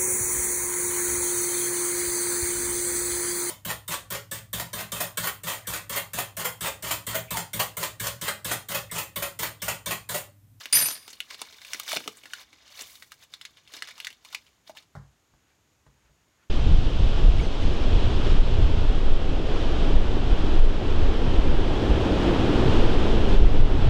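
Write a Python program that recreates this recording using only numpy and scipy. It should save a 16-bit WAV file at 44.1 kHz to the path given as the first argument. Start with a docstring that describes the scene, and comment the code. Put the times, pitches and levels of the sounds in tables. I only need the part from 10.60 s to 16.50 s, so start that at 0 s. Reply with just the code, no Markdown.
"""Close paper rustle and sharp foil crackle, a steel spoon rattling to rest, soft thumps, faint brushing. A
foil-lined sachet is crinkled and torn over a stone counter: noise slips and snaps through panel resonances. The
spoon is decaying sines re-struck at each touch; its first touches thump the counter's low modes, and a hand
thumps them late on. Last, a cloth laid on a kettle handle brushes as crackle noise. Shaped noise gives the
kitchen's faint low hum and hiss; decaying noise gives its short tail."""
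import sys
import numpy as np
from scipy import signal
from scipy.fft import rfft, irfft, next_fast_len
from scipy.io import wavfile
from scipy.ndimage import uniform_filter1d, map_coordinates

SR = 44100
rng = np.random.default_rng(int(sys.argv[2]) if len(sys.argv) > 2 else 0)


def to_wav(sig):
    """Store sig (one row per channel, or 1-D mono) as 16-bit WAV at the path in sys.argv[1].

    Samples outside -1..1 are clipped; the rate is SR.
    """
    pcm = np.clip(np.atleast_2d(sig), -1, 1) * 32767
    pcm = np.round(pcm).astype(np.int16)
    wavfile.write(sys.argv[1], SR, pcm.T)  # frames by channels


N = 260101


def amp(db):
    """Gain of a level in dB."""
    return 10 ** (np.asarray(db) / 20)


def unit(x):
    """Scale to rms 1."""
    return x / np.sqrt(np.mean(x ** 2, axis=-1, keepdims=True) + 1e-20)


def along(points, hz):
    """Interpolate (f/Hz, value) points on a log frequency axis."""
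    f, value = np.transpose(points)
    return np.interp(np.log(hz + 1), np.log(f + 1), value)


def filtered(x, response):
    """Multiply the spectrum of x by a response of frequency, zero-padded."""
    m = next_fast_len(x.shape[-1] + SR // 4)
    spectrum = rfft(x, m) * response(np.fft.rfftfreq(m, 1 / SR))
    return irfft(spectrum, m)[..., :x.shape[-1]]


def peak(f, hz, q):
    """Response of one causal resonance, 1 at its centre."""
    damping = 1j * f * hz / q
    return damping / (hz * hz - f * f + damping)


def add(track, start_s, sound):
    """Mix a sound into the track at start_s."""
    part = track[round(start_s * SR):][:len(sound)]
    part += sound[:len(part)]


def wobble(rate_hz):
    """Smooth random curve with rate_hz knots a second."""
    knots = rng.standard_normal(int(N * rate_hz / SR) + 4)
    return map_coordinates(knots, [np.arange(N) * rate_hz / SR])


def burst(t, t60_s, spike):
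    """Noise dying over t60_s, led by a 1.7 ms noise spike and a sharp click."""
    click = np.gradient(np.exp(-(t / .00012 - 2) ** 2))
    envelope = amp(-60 * t / t60_s) + .5 * spike * amp(-60 * t / 0.0017)
    return rng.standard_normal(len(t)) * envelope + 9 * spike * click


def crackle(per_s, spread_db, t60_s):
    """Clumped tiny slips of unequal size, each a short puff of noise; loudness evened over 50 ms."""
    size = amp(spread_db * rng.exponential(size=N) + 0.86 * wobble(60))
    slips = (rng.random(N) < per_s / SR) * size
    puffs = signal.lfilter([1], [1, -amp(-60 / (t60_s * SR))], slips)
    local_mean = uniform_filter1d(puffs, size=SR // 20).clip(1e-9)
    return puffs / local_mean * rng.standard_normal(N)


def air():
    """Steady room tone: noise shaped by a fixed spectrum."""
    # room tone spectrum: f/Hz, relative density/dB per Hz
    tone_spectrum = [(15, -57), (25, -20), (68, 1.5), (105, -1), (200, -7), (296, -6), (470, -11.5),
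                     (979, -12.5), (3000, -16.5), (5000, -20), (6100, -18.5), (6860, -13.5), (7600, -22),
                     (10500, -28.5), (12500, -25.5), (16000, -35)]
    tone = filtered(rng.standard_normal(N), lambda f: amp(along(tone_spectrum, f)))
    return amp(-68) * unit(tone)


def rustle():
    """Each panel slips on its own and rings at its pitch; broader slips sound in sheet, foil and hollow."""
    # finger squeezes: t of peak/s, relative level/dB, rise/s and fall/s over 20 dB, relative foil sizzle/dB
    squeezes = [(0, -43, .1, 0.13, -11.5), (.42, -57, 1.9, 0.99, -8), (.729, -44.5, .065, 0.042, -13.5),
                (.815, -46, .06, 0.047, -12), (.87, -54, .1, 0.71, -12.5), (1.136, -45.5, 0.21, 0.28, -8),
                (1.323, -32.5, .08, 0.073, -6), (1.42, -53, 0.13, 0.42, -5.5), (1.65, -91, .1, 0.5, 0),
                (1.82, -46.5, 0.23, 0.026, -12), (2.11, -55.5, 0.46, .2, -25.5),
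                (2.203, -43, 0.11, 0.1, -8.5), (2.291, -55.5, .1, 0.27, 1.5),
                (2.513, -59.5, 0.015, 0.054, -4), (2.639, -52, .07, 0.023, -9),
                (2.742, -53, 0.051, 0.042, -11.5), (2.836, -59, .13, 0.21, -11.5),
                (2.985, -60.5, 0.1, 0.1, -19.5), (3.156, -45.5, 0.087, 0.102, -13),
                (3.294, -46.5, 0.14, 0.057, -17), (3.39, -52, .11, 0.097, -14.5),
                (3.46, -53, 0.14, 0.13, -11.5), (3.65, -61, 0.025, 0.33, -5.5),
                (3.741, -51.5, 0.13, 0.1, -17.5), (3.884, -69, 0.18, .15, -14),
                (4.078, -54.5, .03, .03, -11), (4.098, -52.5, .02, 0.025, -7),
                (4.171, -46, 0.014, 0.048, -13.5)]
    # small panels of the crumpled sheet: f/Hz
    panel_pitches_hz = [1100, 1757, 2333, 3240, 3900, 5000, 6464]
    # paper spectrum: f/Hz, relative density/dB per Hz
    paper_spectrum = [(500, -39.5), (1000, -2.5), (2000, -3.5), (3700, -2.5), (6500, -9.5), (9000, -22),
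                      (15000, -67)]

    peak_s, db, rise_s, fall_s, sizzle_db = np.transpose(squeezes)[..., None]
    since_s = np.arange(N) / SR - peak_s
    drop_db = 20 * np.where(since_s < 0, -since_s / rise_s, since_s / fall_s)
    swell = amp(db - drop_db)
    force = np.sqrt(np.sum(swell ** 2, axis=0))
    shine = np.sqrt(np.sum((swell * amp(sizzle_db)) ** 2, axis=0))

    slips = crackle(per_s=1200, spread_db=4.5, t60_s=0.05)
    panels = np.zeros(N)
    for hz in panel_pitches_hz:
        own_slips = crackle(per_s=160, spread_db=4, t60_s=.03)
        panels += unit(filtered(own_slips, lambda f: peak(f, hz, 3.5) ** 2)) * np.sqrt(hz)
    mix = .65 * unit(slips) + .8 * unit(panels)
    paper = unit(filtered(mix, lambda f: amp(along(paper_spectrum, f))))
    foil = unit(filtered(slips, lambda f: peak(f, 9600, 0.24) ** 2))
    hollow = unit(filtered(slips, lambda f: peak(f, 620, 1.0) ** 2))  # inside of the pouch
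    return amp(-3.5) * (force * (paper + amp(-15.5) * hollow) + amp(3.0) * shine * foil)


def snaps():
    """A crease flips with a click; its panel rings as short coloured noise, treble gone first."""
    # snapping creases: t/s, relative peak level/dB, panel f/Hz, relative treble/dB, relative bass/dB
    creases = [(0.056, -17, 2670, -7, -14), (0.478, -30, 1100, -12, -16), (0.491, -37.5, 5000, -13, -26),
               (0.502, -33.5, 5900, -12.5, -21), (0.529, -30.5, 4280, -10, -11),
               (0.603, -13, 3160, -5.5, -20.5), (0.703, -30.5, 3900, -30, -40),
               (0.707, -23, 2040, -31.5, -25), (0.728, -35, 4720, -17, -38), (0.744, -24, 4000, -29, -11.5),
               (0.791, -34.5, 3400, -34, -15), (0.816, -18, 1240, -9.5, -15), (0.85, -35, 2330, -21, -26),
               (0.925, -34.5, 3600, -25, -10), (1.016, -33.5, 1960, -36, -39),
               (1.048, -26.5, 2870, -23, -40), (1.133, -13.5, 5250, -11, -37), (1.145, -20, 1960, -15, -11),
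               (1.168, -43, 3640, 3, -24), (1.198, -14.5, 1320, -1.5, -55), (1.278, -23, 4080, -22, -26),
               (1.29, -21.5, 3900, -14.5, -25), (1.31, -21, 3690, -10, -25), (1.317, -15, 1222, -18, -44),
               (1.329, -12.5, 3700, -2, -17.5), (1.331, -22, 650, -30.5, -23), (1.342, -18, 3740, -18, -31),
               (1.358, -22, 4100, -13.5, 0), (1.363, -15, 4280, -25, -3), (1.369, -10.5, 2700, -12.5, -4.5),
               (1.403, -30.5, 1500, -21, 1.5), (1.439, -31, 2500, -37, -30), (1.459, -37.5, 594, -31, -3),
               (1.476, -16.5, 1260, -31, -6.5), (1.57, -35, 6900, -4.5, -9), (1.635, -33.5, 2810, -25, -5),
               (1.655, -30, 1850, -38, -14), (1.734, -18, 1640, -43, -50), (1.929, -36, 2230, -44, -8.5),
               (2.078, -39.5, 4350, -34, -38), (2.192, -24, 3950, -23, -35), (2.21, -22, 5530, -42, -13),
               (2.22, -24, 6500, -3, -30), (2.354, -33, 3800, -15, -28), (2.423, -28.5, 1950, -27, -20),
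               (2.519, -26.5, 1660, -7.5, -38), (2.737, -23.5, 3880, -42, -42),
               (2.812, -27, 3540, -46, -41.5), (2.851, -23.5, 3800, -46, -46), (2.97, -40, 3320, -22, -39),
               (3.075, -37.5, 3250, -19, -37), (3.137, -27.5, 3930, -5, -9), (3.166, -28.5, 4330, -6, -9),
               (3.222, -14.5, 1870, -53.5, -21), (3.273, -28.5, 2350, -35, -44),
               (3.286, -28.5, 1950, -46, -42), (3.308, -34, 2270, -33, -42), (3.379, -31, 1240, -31, -37),
               (3.401, -20.5, 3200, -8, -58), (3.446, -20, 3800, -23, -55), (3.469, -16.5, 2080, -27, -49),
               (3.503, -31.5, 2980, -8, -13), (3.527, -37, 3500, -10, -28), (3.648, -34.5, 1100, -13, -29),
               (3.726, -33, 1290, -15.5, -30), (3.746, -14.5, 2420, -32.5, -40),
               (3.865, -43.5, 3260, -31, -25), (4.095, -30, 683, -43, -22.5), (4.15, -45.5, 890, -39, -32),
               (4.171, -28.5, 3200, -14, -20), (4.224, -45, 1210, -28, -14)]
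    ref_db, ref_t60_s = -21, 0.036
    t60_db_per_db_softer = 0.34  # softer snaps linger

    out, t = np.zeros(N), np.arange(SR // 5) / SR
    for start_s, db, hz, treble_db, bass_db in creases:
        t60_s = ref_t60_s * amp(-t60_db_per_db_softer * (db - ref_db))
        body = burst(t, t60_s, spike=amp(-2.5))
        tick = burst(t, 0.21 * t60_s, spike=amp(1))
        sheet_gain = .7 * min(1, hz / 1150) ** 4  # large low panels hardly wake the rest of the sheet

        def panel(f):
            own = 1.1 * peak(f, hz, 3.1) * peak(f, hz, 1.7)
            sheet = sheet_gain * peak(f, 3100, 0.67) ** 2
            bass = amp(bass_db + 7.0) * peak(f, 395, 0.49) ** 4
            return own + sheet + bass

        treble = filtered(tick, lambda f: peak(f, 10500, 1.4) ** 2)
        sound = filtered(body, panel) + amp(treble_db + 0.5) * treble
        add(out, start_s + .0007, amp(db - 6.0) * sound / np.abs(sound).max())
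    return out


def sachet():
    """The stone below sends a second copy a moment later, which combs the paper's sound."""
    delay_s = .00138

    def direct_and_echo(f):
        echo = .5 * np.exp(-2j * np.pi * f * delay_s) * np.abs(peak(f, 3600, .7))
        return 1.47 + echo

    return filtered(snaps() + rustle(), direct_and_echo)


def spoon():
    """Modes ring and flutter as the spoon rocks; each touch cracks and leaves them at new strengths."""
    # touches on stone: t/s, relative crack level/dB, crack f/Hz,
    # relative bending (stem) level/dB, relative twisting (neck, twist) level/dB
    touches = [(0.1267, -18, 7360, -16, -38.5), (0.146, -19.5, 2370, -20, -36),
               (0.1527, -21.5, 6400, -21.5, -17.5), (.170, -19, 1940, -26.5, -18),
               (0.184, -23.5, 1580, -32, -22.5), (0.199, -24.5, 7445, -35, -24),
               (.213, -19.5, 1740, -22.5, -29), (.241, -23.5, 7733, -28, -39),
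               (0.257, -26, 2440, -28.5, -24.5), (.278, -26, 6960, -62, -31.5),
               (.305, -26.5, 6545, -35.5, -38.5), (0.351, -32, 4500, -49.5, -55)]
    # contact noise spectrum: f/Hz, relative level/dB
    contact_spectrum = [(60, -58), (150, -10), (700, -4.5), (2300, -0.5), (5000, 0.5), (8000, -6.5),
                        (12500, -7), (16000, -19.5)]
    # spoon modes, one list a family (bowl, stem, neck, twist): f/Hz, relative level/dB, t60/s
    mode_families = [
        [(4806, -7, .7), (4836, -3, .7), (5157, -10, .6)],
        [(9469, 0, .6), (14696, -12, .22)],
        [(6070, -7, .6), (6100, -7, .6), (9162, -3, .45), (10901, -2, .3)],
        [(11352, 0, .4), (13649, -4, .8)],
    ]

    out, t = np.zeros(N), np.arange(SR) / SR
    times_s, crack_db, crack_hz, bend_db, twist_db = np.transpose(touches)
    bowl_db = -20 - 130 * (times_s - times_s[0])  # struck at the first touch, then loses 130 dB/s
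    neck_db = twist_db - 3
    last = np.searchsorted(times_s, t) - 1  # latest touch, -1 before the first
    for db, family in zip([bowl_db, bend_db, neck_db, twist_db], mode_families):
        for hz, level_db, t60_s in family:
            decay_db = 60 * (t - times_s[last]) / t60_s
            flutter_db = 1.5 * wobble(35)[:SR]
            swing = (last >= 0) * amp(db[last] + level_db - decay_db + flutter_db)
            swing = uniform_filter1d(swing, size=40)  # soften the steps
            out[:SR] += swing * np.sin(2 * np.pi * hz * (t - times_s[0]))

    chatter = amp(4 * wobble(260))  # tiny skids
    short_t = t[:SR // 4]
    for start_s, db, hz in zip(times_s, crack_db, crack_hz):
        crack = filtered(burst(short_t, 0.079, spike=1.7), lambda f: peak(f, hz, 3.7) ** 2)
        skids = burst(short_t, .13, spike=0.34) * chatter[round(start_s * SR):][:SR // 4]
        clatter = filtered(skids, lambda f: amp(along(contact_spectrum, f)))
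        add(out, start_s, amp(db + 0.5) * crack + amp(db - 1.5) * clatter)
    return out


def thumps():
    """Soft blows push the counter's low modes and slap; stronger pushes ring longer, harder slaps are brighter."""
    # blows: t/s, relative low push level/dB, relative deepest mode level/dB, relative slap level/dB
    blows = [(0.149, -43.5, -22, -68), (0.202, -44, -23, -65), (4.352, -40, -14, -45),
             (4.364, -38.5, -7.5, -52.5), (4.738, -62.5, 3, -63.5), (5.265, -53, -9, -58),
             (5.282, -66.5, 8, -72), (5.442, -68, 8.5, -70), (5.495, -62, 2.5, -68)]
    # counter modes: f/Hz, relative level/dB, t60/s before scaling by force
    counter_modes = [(58.4, 3, 0.32), (108, 0.5, 0.22), (138, 1.5, 0.22), (193.9, -4, 0.16)]

    out, t = np.zeros(N), np.arange(SR // 2) / SR
    for start_s, push_db, deep_db, slap_db in blows:
        slap_hz = 850 * amp(0.16 * (slap_db + 48))
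        t60_scale = 0.95 * amp(0.27 * (push_db + 41))
        low = np.zeros(len(t))
        for k, (hz, level_db, t60_s) in enumerate(counter_modes):
            mode_db = level_db + deep_db * (k == 0) - 60 * t / (t60_s * t60_scale)
            low += amp(mode_db) * np.sin(2 * np.pi * hz * t)
        low *= 1 - np.exp(-t / 0.0053)  # soft onset

        def slap_response(f):
            soft = 1 / (1 + (f / 1850) ** 12) ** .5
            return peak(f, slap_hz, 0.46) ** 2 * soft + 0.099 * peak(f, 4100, 0.98) ** 2

        slap = burst(t, 0.14 * t60_scale, spike=0.97) + 0.31 * burst(t, 0.4 * t60_scale, spike=0)
        add(out, start_s, amp(push_db) * low + amp(slap_db + 13.0) * filtered(slap, slap_response))
    return out


def cloth():
    """Faint brushing of cloth and sleeve: dense fibre slips under a drawn level curve."""
    # brushing level curve: t/s, relative level/dB
    brushing = [(4.6, -97.5), (4.92, -70.5), (5.004, -100), (5.242, -95.5), (5.27, -70.5), (5.288, -88),
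                (5.488, -72), (5.544, -97.5), (5.628, -70.5), (5.65, -91.5), (5.83, -67.5), (5.898, -85)]
    times_s, level_db = np.transpose(brushing)
    t = np.arange(N) / SR
    slips = crackle(per_s=1500, spread_db=2.5, t60_s=.03)
    fibres = unit(filtered(slips, lambda f: peak(f, 1500, .7) ** 2))
    return (t > times_s[0]) * amp(np.interp(t, times_s, level_db) + 0.5) * fibres


def kitchen(x):
    """Room tail: noise whose every frequency dies at its own speed, 150 samples late."""
    # room decay: f/Hz, t60/s
    room_decay = [(200, 0.33), (600, .14), (2000, 0.12), (8000, 0.12), (15000, 0.018)]
    hz, t, z = signal.stft(rng.standard_normal(SR // 2), SR, nperseg=256)
    decay = amp(-60 * t / along(room_decay, hz)[:, None])
    tail = signal.istft(z * decay, SR, nperseg=256)[1]
    return signal.fftconvolve(np.pad(x, (150, 0)), tail / np.linalg.norm(tail))[:N]


def scene():
    """Everything on the counter, its room tail and the room tone."""
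    near = spoon() + sachet() + thumps() + cloth()
    return (near + amp(-13) * kitchen(near) + air())[None]


def record(dry):
    """Band limit: nothing passes from 15.9 kHz up."""
    top_hz = 15900
    return filtered(dry, lambda f: f < top_hz)


dry = scene()
out = record(dry)
to_wav(out)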